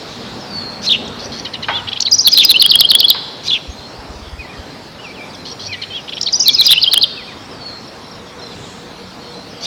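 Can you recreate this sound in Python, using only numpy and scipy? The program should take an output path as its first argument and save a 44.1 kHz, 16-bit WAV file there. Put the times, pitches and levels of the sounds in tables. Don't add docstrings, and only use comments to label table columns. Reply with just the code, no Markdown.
import sys
import numpy as np
from scipy import signal
from scipy.fft import rfft, irfft, next_fast_len
from scipy.io import wavfile
from scipy.ndimage import uniform_filter1d, map_coordinates

SR = 44100
rng = np.random.default_rng(int(sys.argv[2]) if len(sys.argv) > 2 else 0)


def transcribe(signal):
    frames = np.atleast_2d(signal).T
    limited = np.clip(frames, -1, 1)
    pcm = np.round(limited * 32767).astype(np.int16)
    wavfile.write(sys.argv[1], SR, pcm)


def how_loud(loudness_db):
    steps = np.asarray(loudness_db, float) / 20
    return 10 ** steps


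N = 426006
T = np.arange(N) / SR

LOUDEST_DB = 3
SPIKE_PEAK_DB = 6
SWELL_SHARE, EDGE_DB = 0.25, -3
STROKE_HZ, STROKE_DEPTH_HZ, STROKE_GROW_S = 165, 450, 0.088

# time in seconds, traffic level in dB rms, insect and leaf level in dB rms.
AIR_LEVELS = [(0, -30.5, -38.5), (1.2, -30.5, -40), (2, -34.5, -39.5), (3.6, -34, -40.5), (6, -35, -40.5),
              (8, -34.5, -41.5), (9.66, -34, -40.5)]
# frequency in Hz, relative density in dB.
TRAFFIC_SPECTRUM = [(15, -65), (25, -40), (45, -13), (96, -4.5), (187, -4), (211, -3), (278, -3.5),
                    (313, -7), (474, -5.5), (533, -7.5), (927, -9.5), (2800, -20), (3640, -61),
                    (6160, -120)]
# frequency in Hz, relative density in dB.
HISS_SPECTRUM = [(1290, -13.5), (2200, -14.5), (3220, -2), (3670, -2), (4100, -2), (4800, -3.5),
                 (5400, -3.5), (6000, -11.5), (7200, -15.5), (10000, -23), (13000, -27.5), (16600, -33),
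                 (17500, -34)]
# frequency in Hz, width in Hz, level in dB rms,
# loudest moment in seconds, time in seconds from there to a fall to 1/e.
ENGINE_DRONES = [(100, 14, -42.5, 1.9, 0.48), (99, 8.2, -44, 5.66, 0.33), (200, 12, -38, 0.59, 0.41),
                 (232, 9.2, -38.5, 0.8, 0.95), (184.6, 4.8, -41.5, 9.07, 0.54), (479.7, 17, -42, 9.04, 1)]
# frequency in Hz, width in Hz, level in dB rms,
# loudest moment in seconds, time in seconds from there to a fall to 1/e.
HISS_SWELLS = [(4100, 1700, -36.5, .1, .5), (7000, 2000, -46, 8.68, .16)]

# frequency in Hz, relative level in dB.
BREATH_SPECTRUM = [(1500, -18), (3000, -0.5), (6000, 5), (7200, -20), (12500, -23.5), (14000, -38.5)]

# time into the note in seconds, pitch in Hz, relative level in dB.
SEET_SHAPE = [(0, 6160, -8), (.03, 5300, -7.5), (.07, 4830, -19), (.11, 4650, -13), (.16, 4480, 1.5),
              (.21, 4450, 2), (.24, 4270, -0.5), (.42, 4290, -15)]
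HUMP_SHAPE = [(0, 2230, -20), (.028, 2539, -14), (.034, 2618, -1.5), (.05, 2540, -3), (.075, 2104, -9.5),
              (.09, 1960, -8), (.105, 1960, -16)]
STEP_SHAPE = [(0, 2995, -18), (.018, 2900, -6), (.048, 3020, -14), (.068, 2720, 0), (.102, 2280, -9.5),
              (.144, 2370, 6.5)]
TUMBLE_SHAPE = [(0, 3510, -20), (.024, 3410, -8), (.044, 2770, -2), (.07, 2330, -4), (.128, 2370, 0)]
# start in seconds, level shift in dB, pitch ratio, length ratio.
SEET_CUES = [(.388, -25, 1.001, 1.001), (7.49, -30, .985, .88), (9.485, -29, .99, 1.001)]
HUMP_CUES = [(4.36, -26.5, 0.98, 1.03), (4.465, -33, 0.94, 1.02), (5.66, -23, 0.99, 1.05),
             (7.141, -28.5, 1.001, 1.001), (7.25, -33, 0.96, 0.85)]
STEP_CUES = [(4.98, -27.5, 1.001, 1.001), (6.38, -25, 1.001, 1.001)]
TUMBLE_CUES = [(5.124, -29, 1.001, 1.001), (6.525, -28.5, 1.001, .95)]
# start in seconds, length in seconds, first pitch in Hz,
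# last pitch in Hz, level in dB at the peak of the swell.
GLIDE_NOTES = [(1.049, 0.023, 5760, 5260, -36), (1.061, .025, 4200, 3200, -27.5),
               (1.078, 0.011, 7530, 4340, -32.5), (3.695, 0.042, 6320, 6540, -42),
               (3.765, .12, 4103, 4280, -35.5), (4.04, 0.039, 4040, 4180, -42.5),
               (4.663, 0.079, 4100, 4000, -40.5), (5.283, 0.037, 4680, 4700, -40),
               (5.33, .024, 4060, 3200, -33), (5.333, .011, 6500, 5870, -38),
               (5.347, 0.012, 6260, 3800, -34), (5.372, .046, 4135, 4115, -35.5),
               (5.777, .052, 2290, 2390, -29.5), (6.144, 0.03, 5760, 5200, -31),
               (8.258, .035, 3900, 3200, -44), (8.385, 0.032, 4100, 3200, -40),
               (8.414, 0.063, 4240, 3960, -35), (8.48, .058, 4050, 3990, -45),
               (8.507, 0.036, 3800, 3200, -40), (8.635, 0.029, 4000, 3300, -40),
               (8.87, 0.28, 4140, 4190, -46), (9.188, 0.015, 3850, 4320, -35),
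               (9.197, 0.138, 4300, 4300, -37), (9.328, 0.11, 4060, 4150, -36)]
# start in seconds, level in dB.
TRIPLE_CUES = [(7.385, -38), (7.805, -38), (8.078, -34), (8.392, -36)]

# time from the chirp's start in seconds, pitch in Hz, relative level in dB.
LEAD_SHAPE = [(-.04, 4400, -30), (-.005, 4950, -17), (.008, 5150, -15), (.012, 5100, -28)]
CHIRP_SHAPE = [(0, 2473, -42), (.011, 4082, -9.5), (.02, 4200, -14), (.032, 3898, -4), (.039, 2973, -14.5),
               (.046, 3503, -6.5), (.065, 3650, -3), (.071, 3152, -7.5), (.092, 2940, -9.5),
               (.113, 2644, -29)]
# start in seconds, level shift in dB, pitch ratio, length ratio.
CHIRP_CUES = [(.857, -1.5, 1.022, 1.02), (2.342, 0.5, 1, 1.04), (3.473, -2, 0.98, 1), (6.649, 0, .99, .97),
              (9.647, -4.5, 0.95, 1.04)]

# time into the note in seconds, pitch in Hz of the strongest partial, relative level in dB.
BUZZ_SHAPE = [(0, 3917, -34), (.01, 4174, -31), (.06, 4300, -34.5), (.088, 4520, -29)]
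UNDERTONE_SHAPE = [(0, 3080, -41), (.015, 3225, -37), (.06, 3230, -43.5), (.075, 3150, -48)]
BUZZ_END_SHAPE = [(.055, 5300, -41), (.08, 5640, -33.5), (.092, 5500, -41)]
ARCH_SHAPE = [(0, 3450, -33), (.008, 3300, -24.5), (.027, 3170, -23.5), (.058, 3536, -16.5),
              (.074, 3390, -16), (.086, 3130, -23.5), (.1, 2910, -26.5), (.12, 2750, -42)]
CHUCK_HIGH_SHAPE = [(0, 4390, -30), (.006, 4244, -19), (.011, 3850, -19), (.017, 3900, -34)]
CHUCK_LOW_SHAPE = [(.014, 2960, -31.5), (.021, 3060, -19), (.03, 2980, -31)]
TUCK_SHAPE = [(0, 3260, -33), (.007, 2945, -22), (.012, 2916, -27), (.018, 3350, -17), (.024, 3460, -31)]
# start in seconds, level shift in dB, pitch ratio, length ratio.
BUZZ_CUES = [(1.187, -2, 1.06, 0.9), (1.316, 0, 1.03, 1.04), (5.45, -1, 1.01, .96),
             (5.591, -0.5, 1.02, 1.05)]
ARCH_CUES = [(1.7, 0.5, 1.001, 1.001), (5.898, -3.5, .955, 1.001)]
# start in seconds, level shift in dB.
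CHUCK_CUES = [(1.447, 0), (1.534, -0.5), (1.625, 0.5), (5.724, -1.5), (5.816, 0.5)]
TUCK_CUES = [(1.871, 3), (1.915, 2.5), (1.957, 2.5), (6.077, -1), (6.119, 0), (6.164, -0.5)]

# time into the note in seconds, pitch in Hz, relative level in dB.
FLICK_SHAPE = [(0, 2600, -33), (.007, 4630, -3), (.012, 7000, -37.5), (.017, 7580, -45), (.022, 6534, -15),
               (.026, 5200, -8.5), (.032, 2980, -24)]
CROSS_HIGH_SHAPE = [(0, 4100, -27), (.005, 4340, -9), (.014, 4900, -14.5)]
CROSS_LOW_SHAPE = [(.012, 3300, -18), (.019, 4020, -4), (.024, 3650, -15), (.028, 4270, -11),
                   (.034, 3950, -12), (.038, 4050, -26)]
SLIDE_SHAPE = [(.006, 3070, -23), (.014, 3470, -16), (.026, 2500, -28.5), (.036, 1940, -24)]
# start in seconds, level shift in dB.
FLICK_CUES = [(1.999, 2.5), (6.207, -2)]
CROSS_CUES = [(2.05, 1), (6.259, 0)]
# time into the note in seconds, pitch in Hz, relative level in dB.
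VEE_SHAPE = [(0, 7150, -33), (.004, 6357, -15), (.009, 5230, -7), (.014, 4855, -5.5), (.021, 4858, 0),
             (.027, 5550, -13.5), (.031, 5740, -5.5), (.04, 5900, -7), (.046, 6100, -26)]
SWOOP_SHAPE = [(0, 7066, -21), (.005, 6126, -10), (.009, 5536, -3.5), (.013, 4958, -8), (.016, 4800, -1.5),
               (.022, 5300, -12), (.029, 5800, -4), (.035, 6026, -8.5), (.042, 6360, -16.5)]
ARC_SHAPE = [(0, 4246, -25.5), (.004, 4154, -6), (.007, 3850, -22), (.01, 4200, -3), (.014, 3940, -9),
             (.019, 4658, -7.5), (.027, 4280, 0), (.037, 3454, -1.5), (.042, 3323, 2), (.046, 3300, -23)]
DROP_SHAPE = [(0, 7000, -36), (.005, 6334, -15.5), (.01, 5483, -6.5), (.015, 5036, -7.5), (.018, 4925, 1),
              (.024, 4900, 0.5), (.028, 4895, -1), (.031, 4900, -25)]
WAVE_SHAPE = [(0, 4500, -24), (.005, 3997, -5.5), (.008, 3802, -9.5), (.012, 3960, 1.5), (.016, 3875, -0.5),
              (.022, 4300, -1), (.03, 3893, -1), (.037, 3405, -2), (.042, 3350, -3)]
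CLIMB_SHAPE = [(0, 2962, -24), (.005, 2737, -5), (.009, 2600, -14), (.017, 2754, -7), (.024, 3004, -0.5),
               (.031, 3040, -1), (.035, 2980, -18)]
PEAK_SHAPE = [(0, 4302, -39), (.006, 4320, 0.5), (.0105, 3928, -13), (.014, 4559, -2.5), (.017, 5238, -11),
              (.021, 4585, -1), (.026, 3850, 1), (.032, 3298, -1), (.036, 2920, -5)]
RISE_SHAPE = [(0, 3078, -32), (.006, 3016, -2.5), (.011, 2851, -15.5), (.016, 3210, -3), (.02, 3320, 2.5),
              (.027, 3316, -1), (.032, 3330, -27)]
# start in seconds, level shift in dB, pitch ratio, length ratio.
VEE_CUES = [(2.11, 3, 1.001, 1.001), (6.323, -1, 1.005, 1.001)]
SWOOP_CUES = [(2.18, 0.75, .995, 1.001), (6.395, -1.3, 1.005, 1.001)]
ARC_CUES = [(2.242, -0.91, 1.001, 1.001), (6.456, 0, 1.001, .98)]
DROP_CUES = [(2.312, 0, 1.001, 1.001), (2.431, 0, 1.006, 0.96), (6.528, -3.5, 1.026, 1.02),
             (6.648, -1, .995, .97)]
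WAVE_CUES = [(2.364, -0.37, 1, 1.01), (2.482, 0.63, 1.001, 0.92), (6.581, -1, 1.001, 1.02),
             (6.701, -1, 0.96, 0.93)]
CLIMB_CUES = [(2.539, 0.9, 1.001, 1.001), (6.757, -2, 1.001, 1.02)]
PEAK_CUES = [(2.593, 1, 1.013, 0.99), (2.689, 1, 1.04, 0.93), (2.785, 1, 1.013, 0.98),
             (2.885, 0.5, 1, 1.004), (2.983, -2.5, 1.05, 0.9), (3.078, 0, .995, 1.025),
             (6.811, -1.5, 1.024, 1.04), (6.91, -1.5, 1, 1.015), (7.008, -1, 0.99, 1.06)]
RISE_CUES = [(2.636, -0.37, 0.99, 1.03), (2.733, 1, 0.98, 1.001), (2.833, -0.8, 0.98, 1.001),
             (2.931, -0.63, 1.015, 1.057), (3.026, 0.97, 1.02, 1.06), (6.859, -3.2, 0.97, 1.066),
             (6.956, -2.6, .97, 1.03)]
# start in seconds, length in milliseconds.
LEVEL_SPIKES = [(2.2734, 3.1), (2.2824, .9), (2.3853, .45), (2.4498, 1.92), (2.4939, 1), (2.505, 0.87),
                (2.5109, 1.5), (2.5165, 0.89), (2.6233, 2.6), (2.663, .5), (2.8067, 4.57), (2.9164, .7),
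                (3.004, 0.81), (3.1019, 2.8), (6.4819, 1.64), (6.611, 0.49), (6.6667, 0.53), (6.7097, .8),
                (6.7178, .8), (6.7254, 1), (6.734, .6), (6.9358, .6), (6.942, 0.82), (6.9779, 0.77)]

# start in seconds, level in dB of the exciting noise before the wood's gain.
KNOCK_CUES = [(1.684, -5), (3.146, -17.5)]
# frequency in Hz, width in Hz, relative level in dB.
WOOD_MODES = [(570, 380, -10), (1020, 330, -1), (1590, 500, -3.5), (2600, 1100, -6), (4800, 1500, -14.5)]
# start in seconds, level in dB of the cycle before its bell envelope.
GUST_CUES = [(3.689, -19.5), (3.789, -33), (3.989, -28), (4.098, -25), (4.159, -26), (4.219, -27),
             (4.269, -28), (4.329, -21), (4.39, -23), (4.589, -24)]

# frequency in Hz, time in seconds to fall by 60 dB.
YARD_DECAY = [(1000, 1), (3000, 0.95), (5000, 1), (8000, 0.53)]
# frequency in Hz, relative level in dB.
TAIL_COLOUR = [(1000, -1.5), (3200, -7), (4200, 0.5), (8000, 0.5)]
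# delay in seconds, level in dB relative to the direct sound.
WALL_ECHOES = [(.0045, -15.5), (.011, -18), (.030, -28.5)]


def unit(x):
    return x / np.sqrt(np.mean(x ** 2) + 1e-20)


def along(points, hz):
    f, value = np.transpose(points)
    return np.interp(np.log(hz + 1), np.log(f + 1), value)


def wobble(rate):
    knots = rng.standard_normal(int(N * rate / SR) + 4)
    return map_coordinates(knots, [T * rate])


def filtered(x, response):
    size = next_fast_len(N + SR // 2)
    spectrum = rfft(x, size) * response(np.fft.rfftfreq(size, 1 / SR))
    return irfft(spectrum, size)[:N]


def played(shape, cues):
    notes = []
    for start, level_db, *ratios in cues:
        pitch, length = ratios or (1, 1)
        notes.append(np.multiply(shape, (length, pitch, 1)) + (start, 0, level_db))
    return notes


def voice(notes, order=1, below_db=-40, above_db=-40, waver_hz=0, rasp_db=0, rasp_hz=300, breath_db=-60, fade=0.12):
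    out = np.zeros(N)
    waver = waver_hz * wobble(rasp_hz)
    rasp = how_loud(rasp_db * wobble(rasp_hz))
    air = filtered(rng.standard_normal(N), lambda f: how_loud(along(BREATH_SPECTRUM, f)))
    breath = how_loud(breath_db) * unit(air)
    for rows in notes:
        s, hz, db = np.transpose(rows)
        i = np.arange(round(s[0] * SR), min(round(s[-1] * SR), N))
        pitch = np.interp(T[i], s, hz) + waver[i]
        fundamental = 2 * np.pi * np.cumsum(pitch) / SR / order
        stack = 0
        for k in range(max(order - 2, 1), order + 4):
            partial_db = below_db * max(order - k, 0) + above_db * max(k - order, 0)
            stack = stack + how_loud(partial_db) * np.sin(k * fundamental + k * k)
        level = how_loud(np.interp(T[i], s, np.minimum(db, LOUDEST_DB)))
        out[i] += signal.windows.tukey(len(i), fade) * level * (rasp[i] * stack + breath[i])
    return out


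def rush(spectrum, patchy_db):
    z = signal.stft(rng.standard_normal(N), nperseg=512)[2]
    field = uniform_filter1d(rng.standard_normal(z.shape), 5, 0)
    field = uniform_filter1d(field, 12, 1)
    patchy = signal.istft(z * how_loud(patchy_db * unit(field)), nperseg=512)[1][:N]
    return unit(filtered(patchy, lambda f: how_loud(along(spectrum, f))))


def narrow_bands(rows):
    out = 0
    for center, width, db, loudest, span in rows:
        band = filtered(rng.standard_normal(N), lambda f: 1 / (1 + ((f - center) / width * 2) ** 2))
        out = out + how_loud(db) * np.exp(-((T - loudest) / span) ** 2) * unit(band)
    return out


def background():
    s, traffic_db, hiss_db = np.transpose(AIR_LEVELS)
    traffic_level = how_loud(np.interp(T, s, traffic_db) + 0.65 * wobble(3.7))
    traffic = traffic_level * rush(TRAFFIC_SPECTRUM, patchy_db=1.44)
    hiss = how_loud(np.interp(T, s, hiss_db)) * rush(HISS_SPECTRUM, patchy_db=3.1)
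    return traffic + narrow_bands(ENGINE_DRONES + HISS_SWELLS) + hiss


def far_birds():
    slurs = played(SEET_SHAPE, SEET_CUES) + played(HUMP_SHAPE, HUMP_CUES)
    slurs = slurs + played(STEP_SHAPE, STEP_CUES) + played(TUMBLE_SHAPE, TUMBLE_CUES)
    glides = []
    for s, length, first, last, db in GLIDE_NOTES:
        glides.append([(s + u * length, first + u * (last - first), db + EDGE_DB * (u != SWELL_SHARE))
                       for u in (0, SWELL_SHARE, 1)])
    # time into the note in seconds, pitch in Hz, relative level in dB.
    chip = [(0, 5750, -7), (.006, 5500, 0), (.016, 4950, -7)]
    triples = [np.add(chip, (s + .034 * k, 0, db)) for s, db in TRIPLE_CUES for k in range(3)]
    return voice(slurs + glides + triples, waver_hz=25, rasp_db=3.2, rasp_hz=90, fade=0.2)


def stroked(rows):
    s, hz, db = np.transpose(rows)
    t = np.arange(s[0], s[-1], 1e-3)
    saw = signal.sawtooth(2 * np.pi * (STROKE_HZ * (t - s[0]) + rng.random()), .25)
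    growth = np.minimum((t - s[0]) / STROKE_GROW_S, 1) ** 2
    pitch = np.interp(t, s, hz) + STROKE_DEPTH_HZ * saw * growth
    return np.transpose([t, pitch, np.interp(t, s, db)])


def sparrow():
    lead = voice(played(LEAD_SHAPE, CHIRP_CUES), order=4, below_db=-6, above_db=-9.5,
                 waver_hz=90, rasp_db=1.4, rasp_hz=388.5, breath_db=-0.5)
    chirp = voice([stroked(rows) for rows in played(CHIRP_SHAPE, CHIRP_CUES)], above_db=-36,
                  waver_hz=119.2, rasp_db=2.0, rasp_hz=399.3, breath_db=-25.5)
    beat_hz = 480 + 150 * wobble(60)
    beat = 1 + 0.29 * np.sin(2 * np.pi * np.cumsum(beat_hz) / SR)
    return how_loud(-5.5) * lead + how_loud(-1.0) * beat * chirp


def wren_opening():
    throb = 1 + 0.23 * np.sin(2 * np.pi * 106 * T + 1.5 * wobble(40))
    buzz = voice(played(BUZZ_SHAPE, BUZZ_CUES), order=8, below_db=-11, above_db=-6,
                 waver_hz=120, rasp_db=3, rasp_hz=418, breath_db=-9, fade=0.13)
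    sides = voice(played(UNDERTONE_SHAPE, BUZZ_CUES) + played(BUZZ_END_SHAPE, BUZZ_CUES),
                  waver_hz=110, rasp_db=5.0, rasp_hz=250)
    high = voice(played(CHUCK_HIGH_SHAPE, CHUCK_CUES), order=4, below_db=-5.5, above_db=-14.5,
                 waver_hz=150, rasp_db=-1.5, rasp_hz=603, breath_db=-19.0)
    low = voice(played(CHUCK_LOW_SHAPE, CHUCK_CUES) + played(TUCK_SHAPE, TUCK_CUES), order=5,
                below_db=-11, above_db=-7.0, waver_hz=110, rasp_db=2.0, rasp_hz=598)
    arch = voice(played(ARCH_SHAPE, ARCH_CUES), order=6, below_db=-13, above_db=-11,
                 waver_hz=30, rasp_db=1.5, rasp_hz=300, breath_db=-30)
    return how_loud(2.5) * throb * (buzz + sides) + high + low + arch


def wren_song():
    flicks = voice(played(FLICK_SHAPE, FLICK_CUES), waver_hz=450, rasp_db=3, rasp_hz=798, breath_db=-18.5)
    song = [(VEE_SHAPE, VEE_CUES), (SWOOP_SHAPE, SWOOP_CUES), (DROP_SHAPE, DROP_CUES), (WAVE_SHAPE, WAVE_CUES),
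            (PEAK_SHAPE, PEAK_CUES), (RISE_SHAPE, RISE_CUES), (ARC_SHAPE, ARC_CUES), (CLIMB_SHAPE, CLIMB_CUES),
            (CROSS_HIGH_SHAPE, CROSS_CUES), (CROSS_LOW_SHAPE, CROSS_CUES), (SLIDE_SHAPE, CROSS_CUES)]
    notes = [note for shape, cues in song for note in played(shape, cues)]
    clear = voice(notes, above_db=-51.0, waver_hz=34.97, rasp_db=2.1, rasp_hz=360)
    return how_loud(-1.5) * (clear + flicks)


def knocks():
    noise = rng.standard_normal(N)
    blows = sum(how_loud(db - 60 * np.maximum(T - s, 0) / 0.13) * (T > s) for s, db in KNOCK_CUES) * noise

    def wood(f):
        modes = 0
        for k, (center, width, db) in enumerate(WOOD_MODES):
            resonance = 1j * f * width / (center * center - f * f + 1j * f * width)
            modes = modes + (-1) ** k * how_loud(db) * resonance
        return modes / (1 + 1j * f / 4000) ** 2

    return how_loud(9.5) * filtered(blows, wood)


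def spiked(birds):
    spike = sum(np.exp(-((T - s - ms / 2000) / (ms / 2000)) ** 4) for s, ms in LEVEL_SPIKES)
    spike = np.minimum(spike, 1)
    envelope = np.abs(signal.hilbert(birds, next_fast_len(N))[:N])
    lift = np.maximum(how_loud(SPIKE_PEAK_DB) / (envelope + .05), 1)
    return birds * lift ** spike


def gusts():
    out = 0
    for s, db in GUST_CUES:
        bell = np.exp(-((T - s - .008) / 0.012) ** 2)
        out = out + how_loud(db) * bell * np.sin(2 * np.pi * 65 * (T - s))
    return out


def yard(x, tail_db):
    hz, t, z = signal.stft(rng.standard_normal(SR), SR, nperseg=256)
    decay_db = along(TAIL_COLOUR, hz)[:, None] - 60 * t / along(YARD_DECAY, hz)[:, None]
    tail = signal.istft(z * how_loud(decay_db), SR, nperseg=256)[1]
    stirred = unit(1 + 2.2 * wobble(420))
    out = x + how_loud(tail_db) * signal.fftconvolve(x * stirred, tail / np.linalg.norm(tail))[:N]
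    for s, db in WALL_ECHOES:
        out = out + how_loud(db) * np.pad(x, (round(s * SR), 0))[:N]
    return out


def scene():
    wren = wren_opening() + wren_song()
    near = yard(sparrow(), tail_db=-14) + yard(wren, tail_db=-12)
    far = yard(far_birds(), tail_db=-5.5) + yard(knocks(), tail_db=-4)
    return (spiked(near) + far + gusts() + background())[None]


def band_limit(x):
    return signal.sosfilt(signal.butter(12, 17870, fs=SR, output="sos"), x)


def record(dry):
    pressed = dry / (1 + np.abs(dry / 1.025) ** 4) ** (1 / 4)
    wrapped = (pressed + 1) % 2 - 1
    mix = filtered(wrapped[0], lambda hz: hz < 17878)[None]
    return band_limit(mix)


dry = scene()
out = record(dry)
transcribe(out)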